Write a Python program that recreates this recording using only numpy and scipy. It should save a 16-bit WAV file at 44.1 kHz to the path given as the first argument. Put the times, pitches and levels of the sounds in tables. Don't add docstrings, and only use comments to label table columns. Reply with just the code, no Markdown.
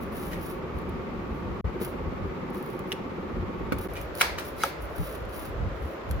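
import sys
import numpy as np
from scipy import signal
from scipy.fft import rfft, irfft
from scipy.io import wavfile
from scipy.ndimage import uniform_filter1d

SR = 44100
rng = np.random.default_rng(int(sys.argv[2]) if len(sys.argv) > 2 else 0)


def persist_wave(psi):
    counts = np.round(np.clip(psi, -1, 1) * 32767).astype(np.int16)
    wavfile.write(sys.argv[1], SR, np.atleast_2d(counts).T)


N = 273420
TIME = np.arange(N) / SR
SLICE_LAG, KNOCK_LAG = 8, 3

# t/s, tearing level/dB, build-up/(s per 60 dB), melon/dB, tray/dB, room/dB
RIND_SPLITS = [(4.2118, -24, 0.0448, -5.5, 1, 6.5), (4.636, -35, 0.14, -1, -8, -2.5)]
# t/s, body level/dB, f/Hz, t60/s, crunch/dB, crunch t60/s, left lead/samples
RIND_SNAPS = [(4.2114, -5.5, 1370, 0.0097, -14, 0.0095, 3.5), (4.2138, -17.5, 697, 0.018, -15.5, 0.011, 11),
              (4.2157, -7, 1980, 0.011, -16, 0.0063, 4), (4.2172, -15, 1300, 0.009, -12, 0.011, 9),
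              (4.636, -10, 1212, .016, -16.5, 0.0088, 1), (4.6402, -16.5, 830, 0.022, -28, 0.013, 6)]
# f/Hz, level/dB, t60/s
MELON_MODES = [(549, -29.5, 0.17), (693, -30, 0.1), (815, -31, 0.1), (1340, -35, 0.12)]
# f/Hz, level/dB, t60/s
TRAY_MODES = [(1410, -57, 0.66), (1674, -53, 0.41), (2110, -41, .55), (2195, -39, 0.39), (4350, -52, .3),
              (4925, -53, .3)]
# f/Hz, relative level/dB
ECHO_SPECTRUM = [(250, -25), (500, -4), (830, 3.5), (1100, 0.5), (2200, 2), (3000, -7), (4600, -6),
                 (7500, -16.5), (11000, -14.5), (16000, -22)]
def cracks(sharp_by=0.37, settle_s=0.0012, near_db=-7, near_t60=0.036, lowest_hz=460):
    direct, ring, to_walls = np.zeros((2, N)), np.zeros(N), np.zeros(N)
    t = TIME[:SR]
    sag = 1 + sharp_by * np.exp(-t / settle_s)
    no_bass = signal.butter(3, lowest_hz, "high", fs=SR, output="sos")
    for s, db, hz, t60, crunch_db, crunch_t60, lead in RIND_SNAPS:
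        body = gain_of(db - 60 * t / t60) * np.sin(2 * np.pi * np.cumsum(hz * sag) / SR)
        snap = signal.sosfilt(no_bass, body + crunch(crunch_db, crunch_t60, t))
        add(direct[0], s - lead / SR, snap)
        add(direct[1], s, snap)
    for s, _, _, melon_db, tray_db, room_db in RIND_SPLITS:
        add(ring, s, gain_of(melon_db) * damped(MELON_MODES, t))
        add(ring, s, gain_of(tray_db) * damped(TRAY_MODES, t))
        add(to_walls, s, coloured(gain_of(room_db) * (t == 0), ECHO_SPECTRUM))
    near = scatter(direct[1] + ring, [(1000, near_t60)], gap_s=.0003)
    return direct + ring + gain_of(near_db) * near + walls(to_walls)


# f/Hz, relative level/dB
CRUNCH_SPECTRUM = [(150, -35), (450, -7), (800, -1.5), (1400, 5.5), (2200, 7.5), (3300, 3), (4500, 1.5),
                   (5800, 0), (7800, -8), (10200, -0.5), (13200, -11), (15500, -5)]
def tears(fibres_per_s=3000, room_db=-8):
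    out, t = np.zeros(N), TIME[:SR // 5]
    for s, db, build_s, *_ in RIND_SPLITS:
        snaps = evened(rng.standard_normal(len(t)) * (rng.random(len(t)) < fibres_per_s / SR))
        add(out, s - t[-1], snaps * gain_of(db - 60 * t[::-1] / build_s))
    out = coloured(out, CRUNCH_SPECTRUM)
    return in_room(out, gain_of(room_db) * out, KNOCK_LAG, near_db=2.0, near_t60=0.037)


def crunch(db, t60, t, click_db=9):
    fibres = gain_of(-60 * t / t60) * rng.standard_normal(len(t))
    fibres[0] = gain_of(click_db)
    return gain_of(db) * coloured(fibres, CRUNCH_SPECTRUM)[:len(t)]


# t/s, rise/s, hold/s, level/dB
FLESH_STROKES = [(0.003, 0.0029, 0.023, -54.5), (0.104, 0.076, 0.015, -46), (0.206, 0.016, 0.15, -52.5),
                 (0.391, 0.044, 0.074, -49), (0.74, 0.038, .02, -62), (1.28, .06, .06, -71),
                 (1.799, 0.021, 0.016, -42), (2.518, 0.025, 0.04, -56), (2.617, 0.028, .1, -59),
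                 (2.867, 0.033, .01, -57), (3.783, .006, 0.058, -51), (3.895, .07, 0.06, -55),
                 (4.14, 0.063, 0.011, -39), (4.37, .02, 0.0056, -52), (4.429, 0.021, 0.035, -50.5),
                 (4.555, 0.082, 0.024, -45), (4.793, 0.03, .02, -53), (4.89, 0.16, 0.1, -47.5),
                 (5.28, 0.077, 0.097, -49), (5.698, .12, 0.13, -64.5)]
# f/Hz, relative level/dB
FIZZ_SPECTRUM = [(300, -46), (1500, 2), (4300, -4.5), (6000, -8), (8400, -13), (9600, -4), (11200, 1.5),
                 (13200, -4), (14700, 7.5), (16000, -6.5)]
def flesh(cells_per_s=1800, pops_per_s=70, clump_db=3, release_db_per_s=285, room_db=-15):
    pressure, t = np.zeros(N), TIME[:SR // 2]
    for start, rise, hold, db in FLESH_STROKES:
        release_db = release_db_per_s * np.maximum(t - rise - hold, 0)
        add(pressure, start, np.minimum(t / rise, 1) * gain_of(db - release_db))
    cells = rng.choice([-1, 1], N) * (rng.random(N) < cells_per_s / SR)
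    bursts = evened(cells * gain_of(clump_db * wander(54)))
    pops = rng.uniform(-21, 21, N) * (rng.random(N) < pops_per_s / SR)
    juice = coloured((bursts + pops) * pressure, FIZZ_SPECTRUM)
    return in_room(juice, gain_of(room_db) * juice, SLICE_LAG, near_db=-3.5, near_t60=0.06)


# t/s, body level/dB, f/Hz, crunch/dB, crunch t60/s, room/dB
FRUIT_KNOCKS = [ (0.332, -41, 1850, -43, 0.035, -4), (1.814, -24.5, 362, -58, .06, -22),
                (2.9192, -18, 2840, -28, 0.004, -12), (2.9255, -25, 2870, -26, 0.005, -13),
                (4.385, -28, 1440, -33.5, 0.045, 0)]
# multiple of its pitch, relative level/dB
FRUIT_MODES = [(1, -1), (1.19, -8), (1.9, -15)]
def knocks(t60_cycles=23):
    direct, to_walls = np.zeros((2, N))
    t = TIME[:SR // 8]
    for s, db, hz, crunch_db, crunch_t60, room_db in FRUIT_KNOCKS:
        modes = [(ratio * hz, db + mode_db, t60_cycles / hz) for ratio, mode_db in FRUIT_MODES]
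        blow = damped(modes, t) + crunch(crunch_db, crunch_t60, t)
        add(direct, s, blow)
        add(to_walls, s, gain_of(room_db) * blow)
    return in_room(direct, to_walls, KNOCK_LAG, near_db=-1.0, near_t60=0.029)


# t/s, level/dB
JUICE_TICKS = [(0.2433, -49), (0.787, -44), (0.8929, -44), (1.848, -31), (2.5023, -49), (2.547, -41),
               (2.556, -43), (2.5795, -44), (2.6262, -38), (2.662, -43), (2.701, -43), (2.792, -38),
               (2.874, -51), (2.9192, -37), (2.9255, -37), (3.7243, -34), (3.785, -31), (3.789, -41),
               (3.9361, -36), (4.014, -34.5), (4.152, -30), (4.397, -35), (4.9818, -36), (5.0652, -45),
               (5.1502, -37), (5.252, -46), (5.2945, -43.5), (5.3942, -37), (5.4547, -38), (6.092, -48),
               (6.1025, -44), (6.111, -28)]
def ticks(t60=0.0097, room_db=-13):
    out, t = np.zeros(N), TIME[:SR // 10]
    for s, db in JUICE_TICKS:
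        add(out, s, gain_of(db - 60 * t / t60) * rng.standard_normal(len(t)))
    out = coloured(out, FIZZ_SPECTRUM)
    return in_room(out, gain_of(room_db) * out, SLICE_LAG, near_db=-3.5, near_t60=0.04)


# t/s, length/s, level/dB, resonance f/Hz
WET_SLIDES = [(0.31, 0.045, -47.5, 1900), (3.945, 0.049, -47.5, 2290), (4.376, 0.022, -41, 1520)]
def squelches(slips_per_s=900, width_hz=480, glide=.08, room_db=-2):
    out = np.zeros(N)
    pole = np.exp(-np.pi * width_hz / SR)
    for s, length, db, hz in WET_SLIDES:
        progress = np.arange(0, 1, 1 / (length * SR))
        slips = rng.standard_normal(len(progress)) * (rng.random(len(progress)) < slips_per_s / SR)
        pitch = hz * (1 + glide * (progress - .5))
        phasor = np.exp(2j * np.pi * np.cumsum(pitch) / SR)
        ring = (phasor * signal.lfilter([1], [1, -pole], slips / phasor)).real
        add(out, s, gain_of(db) * evened(ring * np.sin(np.pi * progress ** 0.68)))
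    return in_room(out, gain_of(room_db) * out, KNOCK_LAG, near_db=1.0, near_t60=0.082)


# t/s, level/dB
BOWL_BUMP = (3.7215, -18)
# f/Hz, relative level/dB, t60/s
BOWL_MODES = [(292, -3.5, 0.033), (542, -4, 0.032), (1390, -2, 0.012), (2266, -12, 0.023)]
def bowl(crunch_db=-37, crunch_t60=0.029, room_db=-7):
    out, t = np.zeros(N), TIME[:SR // 5]
    s, db = BOWL_BUMP
    add(out, s, gain_of(db) * damped(BOWL_MODES, t) + crunch(crunch_db, crunch_t60, t))
    return in_room(out, gain_of(room_db) * out, KNOCK_LAG, near_db=3.5, near_t60=0.055)


# start t/s, end t/s, air level/dB, hum gain/dB
STRETCHES = [(-0.1, 1.612, -35, -2), (1.642, 3.879, -35, 1.5), (3.883, 6.3, -38, -11)]
# f/Hz, relative level/dB
BOWL_AIR = [(76, -20.5), (130, -8.5), (187, -2), (308, -7.5), (372, -3), (434, -8.5), (525, -8.5),
            (646, -16.5), (928, -14), (1030, -18), (1120, -11.5), (1610, -23.5), (2200, -23.5),
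            (2900, -31.5), (3500, -35), (8000, -52.5), (10400, -101), (17600, -120)]
# f/Hz, relative level/dB
TRAY_AIR = [(76, -38), (130, -6), (268, -5), (313, -1), (341, -3), (420, -0.5), (490, -2.5), (534, 0),
            (729, -8), (794, -9.5), (1180, -8), (1380, -9.5), (1610, -14), (1980, -15.5), (8000, -42.5),
            (10400, -118), (17600, -120)]
# f/Hz, level/dB
MOTOR_TONES = [(364.2, -50), (906, -58.5), (533, -58.5)]
def fan(blade_hz=16.15, throb_depths=(.1, .37, .08), swish_hz=(170, 620)):
    blade = 2 * np.pi * blade_hz * (TIME - 3)
    band = signal.butter(2, swish_hz, "band", fs=SR, output="sos")
    hum, out = np.zeros(N), np.zeros((2, N))
    for hz, db in MOTOR_TONES:
        wavering = np.sin(2 * np.pi * hz * TIME + 0.38 * wander(10.6))
        hum += gain_of(db) * evened(wavering * (1 + 0.57 * wander(9.7)))
    spectra = [BOWL_AIR, BOWL_AIR, TRAY_AIR]
    for (start, end, air_db, hum_db), depth, spectrum in zip(STRETCHES, throb_depths, spectra):
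        air = gain_of(air_db) * diffuse(spectrum) + gain_of(hum_db) * hum
        swish = signal.sosfiltfilt(band, air)
        throb = swish * np.cos(blade) - .3 * (air - swish) * np.sin(blade)
        out += (air + depth * throb) * during(start, end)
    return out


# f/Hz, relative level/dB
WIND_SPECTRUM = [(15, -24), (30, -27), (45, -3), (58, -0.5), (85, -4), (120, -12), (200, -20.5), (400, -39),
                 (900, -92)]
# t/s, relative level/dB
BREEZE_LEVELS = [(0.0, -47), (2.21, -45.5), (2.61, -52.5), (3.63, -44.5), (4.83, -51), (4.99, -46),
                 (5.75, -43.5), (5.87, -53), (6.06, -50), (6.2, -38)]
# peak t/s, level/dB, length/s
WIND_PUFFS = [(0.353, -39, 0.11), (0.766, -33, 0.044), (0.942, -38.5, 0.087), (1.32, -33.5, 0.026),
              (1.5, -35, 0.11), (1.66, -25, 0.041), (2.07, -33, 0.098), (2.257, -33.5, 0.07),
              (3.401, -31, 0.095), (3.633, -38, .06), (3.778, -31, 0.048), (4.02, -39.5, 0.076),
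              (4.835, -36, 0.067), (5.011, -27, 0.04), (5.26, -35, 0.076), (5.634, -27.5, 0.092),
              (5.843, -30.5, 0.053), (6.135, -27, 0.076)]
def draught(breeze_db=3, lumps_db=2.0, lumps_hz=9):
    eddies = diffuse(WIND_SPECTRUM)
    eddies /= np.sqrt(uniform_filter1d((eddies ** 2).mean(0), size=3000))
    steady_db = breeze_db + np.interp(TIME, *np.transpose(BREEZE_LEVELS))
    breeze = gain_of(steady_db + lumps_db * wander(lumps_hz))
    puffs = sum(gain_of(db) * np.exp(-2 * ((TIME - s) / length) ** 2) for s, db, length in WIND_PUFFS)
    return eddies * np.hypot(breeze, puffs)


# f/Hz, relative level/dB
HISS_SPECTRUM = [(100, 14.5), (7000, -9), (8700, -26), (10200, 4), (12000, 0), (13200, -13), (14300, 13),
                 (15500, -29)]
def hiss(level_db=-69):
    return gain_of(level_db) * diffuse(HISS_SPECTRUM)


# f/Hz, t60/s
ROOM_DECAY = [(200, 0.13), (600, 0.38), (1400, 0.4), (3500, 0.44), (9000, 0.28), (16000, 0.34)]
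def walls(x):
    return scatter(x, ROOM_DECAY, gap_s=.006)


def in_room(x, to_walls, lag, near_db, near_t60):
    near = scatter(x, [(1000, near_t60)], gap_s=.0003)
    return np.array([np.roll(x, lag), x]) + gain_of(near_db) * near + walls(to_walls)


def scatter(x, t60_by_hz, gap_s):
    hz, age, bands = signal.stft(rng.standard_normal((2, SR // 2)), SR, nperseg=64)
    decay = gain_of(-60 * age / read(t60_by_hz, hz)[:, None])
    tail = signal.istft(bands * decay, SR, nperseg=64)[1]
    tail /= np.linalg.norm(tail, axis=1, keepdims=True)
    tail = np.pad(tail, ((0, 0), (round(gap_s * SR), 0)))
    return signal.fftconvolve(x[None], tail, axes=1)[:, :N]


# f/Hz, coherence (0-1)
COHERENCE = [(50, 0.7), (200, 0.87), (400, 0.58), (800, 0.28), (1500, 0.1), (3000, 0.01), (16000, 0)]
def diffuse(spectrum):
    hz = np.fft.rfftfreq(N, 1 / SR)
    a, b = rfft(rng.standard_normal((2, N)))
    same = read(COHERENCE, hz)
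    mid, side = a * np.sqrt(1 + same), b * np.sqrt(1 - same)
    return evened(irfft(np.array([mid + side, mid - side]) * gain_of(read(spectrum, hz)), N))


def damped(modes, t):
    return sum(gain_of(db - 60 * t / t60) * np.sin(2 * np.pi * hz * t) for hz, db, t60 in modes)


def coloured(x, spectrum):
    hz = abs(np.fft.fftfreq(2048, 1 / SR))
    log_gain = np.log(gain_of(read(spectrum, hz)))
    taps = np.fft.ifft(np.exp(np.conj(signal.hilbert(log_gain)))).real
    return signal.oaconvolve(x, taps / np.linalg.norm(taps))[:N]


def wander(rate_hz):
    hz = np.fft.rfftfreq(N, 1 / SR)
    return evened(irfft(rfft(rng.standard_normal(N)) * np.exp(-(hz / rate_hz) ** 2), N))


def during(start, end, fade_s=0.0029):
    return np.clip((TIME - start) / fade_s, 0, 1) * np.clip((end - TIME) / fade_s, 0, 1)


def gain_of(db):
    return 10 ** (np.asarray(db) / 20)


def evened(x):
    return x / np.sqrt(np.mean(x ** 2) + 1e-20)


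def read(points, hz):
    f, value = np.transpose(points)
    return np.interp(np.log(hz + 1), np.log(f + 1), value)


def add(mix, s, sound):
    part = mix[round(s * SR):][:len(sound)]
    part += sound[:len(part)]


def scene():
    melon = cracks() + tears() + flesh() + knocks() + ticks() + squelches() + bowl()
    return melon + fan() + draught() + hiss()


def record(dry, dip_db=-28, top_hz=16000):
    running = sum(during(start, end) for start, end, *_ in STRETCHES)
    dipped = dry * np.maximum(running, gain_of(dip_db))
    lowpass = signal.firwin(511, top_hz, window=("kaiser", 9), fs=SR)
    return signal.oaconvolve(dipped, lowpass[None], "same")


dry = scene()
out = record(dry)
persist_wave(out)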